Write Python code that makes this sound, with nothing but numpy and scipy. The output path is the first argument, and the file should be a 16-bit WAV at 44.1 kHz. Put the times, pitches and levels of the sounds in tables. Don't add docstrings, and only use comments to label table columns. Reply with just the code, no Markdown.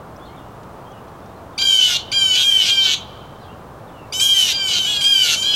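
import sys
import numpy as np
from scipy import signal
from scipy.fft import rfft, irfft, next_fast_len
from scipy.io import wavfile
from scipy.ndimage import uniform_filter1d

SR = 44100
rng = np.random.default_rng(int(sys.argv[2]) if len(sys.argv) > 2 else 0)


def log_audio(samples):
    frames = np.atleast_2d(samples).T
    limited = np.clip(frames, -1, 1)
    pcm = np.round(limited * 32767).astype(np.int16)
    wavfile.write(sys.argv[1], SR, pcm)


def convert_level_to_amplitude(level_db):
    exponent = np.asarray(level_db, float) / 20
    return 10 ** exponent


N = 244752

# frequency in Hz, density in dB per Hz.
HUM_SPECTRUM = [(13, -57.5), (22, -32), (49, -6), (109, -0.5), (178, -3.5), (269, -7), (566, -6.5),
                (705, -6), (1190, -9.5), (2120, -26.5), (3120, -29.5), (3680, -31.5), (4840, -35.5),
                (14200, -42), (15800, -35)]
# time in seconds, peak level in dB, centre in Hz, bandwidth in Hz.
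TWIG_TICKS = [
    (.165, -44.5, 5500, 900),
    (.198, -54.5, 8700, 700),
    (.635, -47.5, 4550, 6000),
    (.737, -57, 9600, 700),
    (.92, -54, 6000, 1500),
    (1.085, -54, 5000, 5000),
    (1.205, -51, 4040, 5000),
    (1.262, -53, 5500, 4000),
]
# start in seconds, length in seconds, first pitch in Hz,
# last pitch in Hz, level in dB.
WHISTLES = [(0.197, 0.063, 3288, 3640, -65.5), (0.253, 0.034, 4390, 3970, -64),
            (.255, 0.033, 3980, 3000, -63), (.284, 0.02, 3020, 2800, -68), (0.345, 0.013, 2400, 3700, -66),
            (.398, .03, 2890, 2840, -65), (0.283, 0.08, 2086, 2360, -66), (.368, 0.03, 3750, 3020, -62),
            (0.843, 0.085, 3130, 3350, -66.5), (.925, .06, 2960, 2880, -65), (.95, .05, 2800, 2450, -71),
            (1.2, 0.11, 3500, 3770, -74.5), (1.357, 0.026, 4300, 3800, -73), (1.532, .035, 3700, 2930, -67),
            (3.01, 0.027, 4100, 2910, -49), (3.401, .05, 4360, 3300, -64), (3.418, 0.044, 4980, 4000, -68),
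            (3.448, 0.048, 3330, 3180, -65), (3.484, 0.047, 2690, 2900, -61),
            (3.867, .055, 4000, 2630, -69.5), (3.932, 0.08, 3020, 2770, -63.5),
            (3.962, .1, 2750, 2660, -67), (4.048, 0.058, 2250, 2220, -69)]
# decay time by 60 dB in seconds, level in dB, top frequency in Hz.
TREE_ECHOES = [(0.202, -12, 11600), (1.3, -27.5, 3800)]
# start in seconds, length in seconds, 4th overtone in dB, swell time in seconds,
# opening chirp in dB.
SCREAMS = [(1.578, 0.37, -20.5, 0.022, -18), (1.611, 0.36, -13.5, 0.03, -19),
           (2.116, 0.32, -17, 0.027, -17.5), (2.351, 0.36, -14.5, 0.037, -13.5),
           (2.44, 0.26, -24, 0.027, -25), (2.657, 0.29, -17.5, 0.025, -16.5),
           (4.123, 0.38, -25.5, 0.006, -21), (4.197, 0.33, -14.5, 0.0055, -14),
           (4.514, 0.28, -22, 0.073, -27), (4.677, .299, -24.5, 0.0092, -22),
           (4.844, .231, -22.5, .03, -27), (5.007, .345, -14, 0.026, -18.5),
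           (5.039, .305, -22, 0.043, -14.5), (5.344, .25, -23.5, 0.028, -25),
           (5.421, 0.19, -17.5, 0.082, -22)]
# first pitch in Hz, time of peak in seconds, peak in Hz,
# last pitch in Hz, bend of the sag as an exponent.
PITCH_ARCS = [(787, .05, 799, 700, .75), (778.6, .06, 799, 700, 1.15), (770, 0.0303, 804, 730, .85),
              (782, .05, 808, 685, 1.6), (795, 0.032, 830, 740, 0.74), (811, 0.0305, 802, 742, 1.3),
              (746, .075, 768, 700, 1.4), (794, .055, 811, 664, 1.9), (803, .03, 800, 695, 1.3),
              (790, .03, 786, 695, 1.4), (775, 0.0582, 840, 774, 1.5), (790, .07, 806, 662, 1.25),
              (831, .055, 821, 734, 0.88), (754, .08, 785, 680, 2.1), (784, 0.073, 828, 774, 1.6)]
# rasp onset as a share of the length, rasp level in dB, its deficit while
# clean in dB, tone drop as a share of the length, depth of the drop in dB.
VOICE_BREAKS = [(0.48, -23, 17, 0.56, 12), (.5, -19, 21, 0.74, 14), (0.57, -22.5, 24, 0.85, 22),
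                (0.65, -21.5, 20, 0.79, 21), (0.71, -21, 19, 0.84, 13), (0.65, -20, 8, 0.8, 14),
                (0.59, -23, 25, 0.71, 8), (0.76, -23, 15, .77, 17), (0.66, -20.5, 13, .78, 18),
                (0.59, -29.5, 5, .8, 8), (0.86, -27, 13, 0.88, 22), (0.64, -20.5, 10, .68, 14),
                (0.59, -19, 21, 0.65, 15), (0.67, -24, 22, .95, 1), (0.66, -25, 14, .95, 1)]
# 2nd, 3rd, 5th, 6th and upper overtones, all in dB.
THROAT_COLOURS = [(-44.5, -36.5, -35, -28, -43), (-39, -40, -39, -31, -41), (-39.5, -36, -36.5, -28, -43.5),
                  (-46, -34.5, -41, -34.5, -39), (-42, -41, -58, -44, -49), (-40, -32, -43, -30, -46.5),
                  (-52, -48, -42, -38, -44), (-42.5, -38, -36.5, -33, -34.5), (-42, -37, -55, -31.5, -48.5),
                  (-49.5, -45.5, -38, -34.5, -47), (-43, -40.5, -41, -35, -48),
                  (-40, -39, -39, -31.5, -39.5), (-40.5, -33, -50, -26.5, -40), (-51, -45, -42, -39, -47),
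                  (-42.5, -43, -33.5, -34, -48)]
# 7th, 8th and 9th overtone in dB over the upper ones, half-pitch lines in dB.
BEAK_OPENINGS = [(5, 2.5, 7.5, -63), (-1.5, 2, 3, -60), (6.5, 0, 9.5, -52), (-1.5, 0.5, -5, -35.5),
                 (5, -9, 0, -55), (6.5, -1, 2.5, -52), (3, 3, 2, -58.5), (-2, 2, -5, -32.5),
                 (5, 1, 6.5, -57), (-1, 5, -1, -61), (-3, -6, 5.5, -52), (-4, 1, -0.5, -42),
                 (3.5, -9, -6, -52), (0, 2, 4, -57), (5, -1, 4, -54)]
# overtone number, level in dB.
CHIRP_OVERTONES = [(2, -6), (3, -14), (4, 0), (5, -10), (7, -18), (8, -16), (9, -24)]
# frequency in Hz, level in dB.
UPPER_ENVELOPE = [(7000, -1), (9000, -7.5), (11000, -15), (13000, -12.5), (15500, -26)]
# frequency in Hz, density in dB per Hz.
RASP_SPECTRUM = [(900, -64), (1400, -13.5), (1750, -20.5), (2000, -19), (2400, -11), (2900, 0),
                 (3750, -0.5), (4400, -6), (5150, -9.5), (6250, -6.5), (7800, -19), (10000, -34.5),
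                 (12000, -25.5), (15900, -46)]
# frequency in Hz, density in dB per Hz.
BREATH_SPECTRUM = [(3000, -33), (5000, -13), (7000, 3.5), (9500, -6), (12000, -3), (14000, -15),
                   (15800, -20.5)]

CHIRP_HZ, CHIRP_S = 1189, 0.0076
SCOOP, SCOOP_S = .13, .0045
DRIFT, TURN_DB = .004, 2.5
THROAT_HZ, THROAT_WIDTH_HZ = 4760, 137
SWELL_DB, BREAK_S, DROP_S = 11, 0.023, 0.024
UPPER_FADE = 0.2
SETTLE_DB, SETTLE_S = -12.5, 0.019
GROW_DB, GUST_DB = 5, 2.05
SONG_BEND, SONG_BLUR = 1.15, .012


def level(x, db):
    return x * convert_level_to_amplitude(db) / np.sqrt(np.mean(x ** 2))


def curve(points, hz):
    at, db = np.transpose(points)
    return np.interp(np.log(np.maximum(hz, 1)), np.log(at), db)


def colour(x, points):
    size = next_fast_len(len(x))
    hz = np.arange(size // 2 + 1) * SR / size
    return irfft(rfft(x, size) * convert_level_to_amplitude(curve(points, hz)), size)[:len(x)]


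def walk(rate, count):
    hold = max(int(SR / rate), 4)
    draws = rng.standard_normal(count // 4 + 1)[:count // hold + 1]
    held = np.repeat(draws, hold)[:count]
    return 1.3 * uniform_filter1d(uniform_filter1d(held, hold), hold)


def add(out, s, x):
    i = int(s * SR)
    out[i:i + len(x)] += x[:N - i]


def cycles(hz):
    return 2 * np.pi * np.cumsum(hz) / SR


def town():
    hum = level(colour(rng.standard_normal(N), HUM_SPECTRUM), -37.5)
    bass = signal.sosfilt(signal.butter(2, 150, fs=SR, output="sos"), hum)
    treble = hum - bass
    return bass * convert_level_to_amplitude(1.2 * walk(2.7, count=N)) + treble * convert_level_to_amplitude(0.12 * walk(2.4, count=N))


def ticks():
    out = np.zeros(N)
    u = np.linspace(-1, 1, 600)
    for s, db, hz, width in TWIG_TICKS:
        carrier = np.cos(2 * np.pi * hz * np.arange(len(u)) / SR)
        grain = walk(max(width, 300) * 1.1, count=len(u)) * carrier
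        add(out, s - .007, convert_level_to_amplitude(db) * np.exp(-(u / 0.56) ** 2) * grain)
    return out


def songbirds():
    out = np.zeros(N)
    for s, length, from_hz, to_hz, db in WHISTLES:
        u = np.linspace(0, 1, int(length * SR))
        glide_hz = from_hz + (to_hz - from_hz) * u ** SONG_BEND
        phase = cycles(glide_hz * (1 + SONG_BLUR * walk(200, count=len(u))))
        loudness = convert_level_to_amplitude(db + 11.5 + 2.0 * walk(91, count=len(u)))
        add(out, s, loudness * np.sin(np.pi * u) ** 0.19 * np.sin(phase))
    return out


def trees(x):
    t = np.arange(int(1.5 * SR)) / SR
    tail = 0
    for t60, db, top_hz in TREE_ECHOES:
        decay = np.exp(-np.log(1000) * t / t60) * np.clip(t / 0.019, 0, 1)
        noise = rng.standard_normal(len(t)) * decay
        noise = signal.sosfilt(signal.butter(2, top_hz, fs=SR, output="sos"), noise)
        tail = tail + convert_level_to_amplitude(db) * noise / np.sqrt(np.sum(noise ** 2))
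    return signal.fftconvolve(x, tail)[:N]


def chirp(db):
    t = np.arange(int(CHIRP_S * SR)) / SR
    phase = cycles(CHIRP_HZ * (.97 + 0.065 * t / CHIRP_S))
    overtones = sum(convert_level_to_amplitude(d) * np.sin(k * phase) for k, d in CHIRP_OVERTONES)
    return convert_level_to_amplitude(db - 0.5) * np.sin(np.pi * t / CHIRP_S) * overtones


def effort(t, call, pitch, crack, shade):
    first_hz, peak_s, peak_hz, last_hz, bend = pitch
    climb = np.clip(1 - t / peak_s, 0, 1)
    sag = np.clip((t - peak_s) / (t[-1] - peak_s), 0, 1)
    hz = peak_hz - (peak_hz - first_hz) * climb ** 2 - (peak_hz - last_hz) * sag ** bend
    hz = hz * (1 + DRIFT * walk(28.1, count=len(t)))
    rasp_at, rasp_db, clean_db, drop_at, drop_db = crack

    def after(share, spread_s):
        return .5 + .5 * np.tanh((t - share * t[-1]) / spread_s)

    fade_db = drop_db * after(drop_at, DROP_S)
    fourth_db = call[2] - SWELL_DB * np.exp(-t / call[3]) - fade_db
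    detuning = (6 * hz - THROAT_HZ) / THROAT_WIDTH_HZ
    sixth_db = shade[3] - 10 * np.log10(1 + detuning ** 2) - UPPER_FADE * fade_db
    torn_db = rasp_db - clean_db * (1 - after(rasp_at, BREAK_S)) + GROW_DB * (t / t[-1] - .8)
    settling_db = call[4] + SETTLE_DB - 6.7 * t / SETTLE_S
    rasp_db = np.maximum(torn_db, settling_db) + GUST_DB * walk(22, count=len(t))
    turn_db = TURN_DB * walk(13.7, count=len(t))
    upper_db = shade[4] - UPPER_FADE * fade_db - turn_db
    return hz, fourth_db, sixth_db + turn_db, upper_db, rasp_db


def rasp(hz):
    n = len(hz)
    phase = cycles(hz * (1 + .006 * walk(89.7, count=n)))
    slow = cycles(rng.uniform(.36, .44) * hz * (1 + .08 * walk(30, count=n)))
    flutter = 0.49 * np.cos(slow / 2) + .22 * walk(900, count=n)
    torn = 0
    for k in range(2, 21):
        lag, start = rng.uniform(0, 2 * np.pi, size=2)
        chop = 0.43 + np.cos(slow + lag) + flutter
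        torn = torn + convert_level_to_amplitude(3.8 * walk(30.0, count=n)) * chop * np.cos(k * phase + start)
    return level(colour(torn, RASP_SPECTRUM), 0)


def hiss(count):
    return level(colour(rng.standard_normal(count), BREATH_SPECTRUM), 0)


def scream(call, pitch, crack, shade, beak):
    n = int(call[1] * SR)
    t = np.arange(n) / SR
    u = t / t[-1]
    hz, fourth_db, sixth_db, upper_db, rasp_db = effort(t, call, pitch, crack, shade)
    jitter = (0.0013 + 0.007 * u ** 3) * walk(150.8, count=n)
    hz = hz * (1 - SCOOP * np.exp(-t / SCOOP_S)) * (1 + jitter)
    phase = cycles(hz)
    tuned_db = fourth_db - 14 * np.exp(-t / 0.0042)
    named = [shade[0] - 14, shade[0], shade[1], tuned_db, shade[2], sixth_db]
    named += [upper_db + d for d in beak[:3]]
    tired_db = -9 * u ** 3
    tone = 0
    for k in range(1, 21):
        if k <= 9:
            db = named[k - 1]
        else:
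            db = upper_db + curve(UPPER_ENVELOPE, k * hz) + 2.86 * walk(15.7, count=n)
            db = db - 8 * np.exp(-t / 0.017)
        if k in (2, 3) or k > 6:
            db = db + tired_db
        db = db + (0.71 + .16 * k) * walk(44.0, count=n)
        tone = tone + convert_level_to_amplitude(db + 5.5) * np.cos(k * phase + rng.uniform(0, 2 * np.pi))
    middle = np.exp(-((u - .52) / 0.12) ** 4)
    halves = sum(convert_level_to_amplitude(-2.5 * abs(k - 3.5)) * np.cos(k * phase + k) for k in np.arange(2.5, 10))
    voice = tone + convert_level_to_amplitude(beak[3] - 1.5) * middle * halves
    voice = voice + convert_level_to_amplitude(rasp_db + 14.0 * np.exp(-t / 0.006)) * rasp(hz)
    breath_db = upper_db - 5 + 11 * u + 2 * walk(25, count=n)
    voice = voice + convert_level_to_amplitude(breath_db) * hiss(count=n)
    return voice * np.clip(t / 0.0027, 0, 1) * np.clip((t[-1] - t) / 0.0097, 0, 1)


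def jays():
    out = np.zeros(N)
    for call, pitch, crack, shade, beak in zip(SCREAMS, PITCH_ARCS, VOICE_BREAKS, THROAT_COLOURS,
                                               BEAK_OPENINGS):
        add(out, call[0], chirp(call[4]))
        add(out, call[0] + .8 * CHIRP_S, scream(call, pitch, crack, shade, beak))
    return out


def scene():
    near = jays()
    far = songbirds()
    return (near + far + trees(near + 1.8 * far) + ticks() + town())[None]


def top_cut(x):
    return signal.sosfilt(signal.butter(12, 15960, fs=SR, output="sos"), x)


def record(dry):
    loud_db = 10 * np.log10(uniform_filter1d(dry ** 2, size=SR // 8, axis=1) + 1e-9)
    gain_db = -.6 * np.maximum(loud_db + 15.0, 0)
    dry = signal.sosfilt(signal.ellip(8, .2, 60, 15900, fs=SR, output="sos"), dry)
    return top_cut(dry * convert_level_to_amplitude(gain_db) + .001)


dry = scene()
out = record(dry)
log_audio(out)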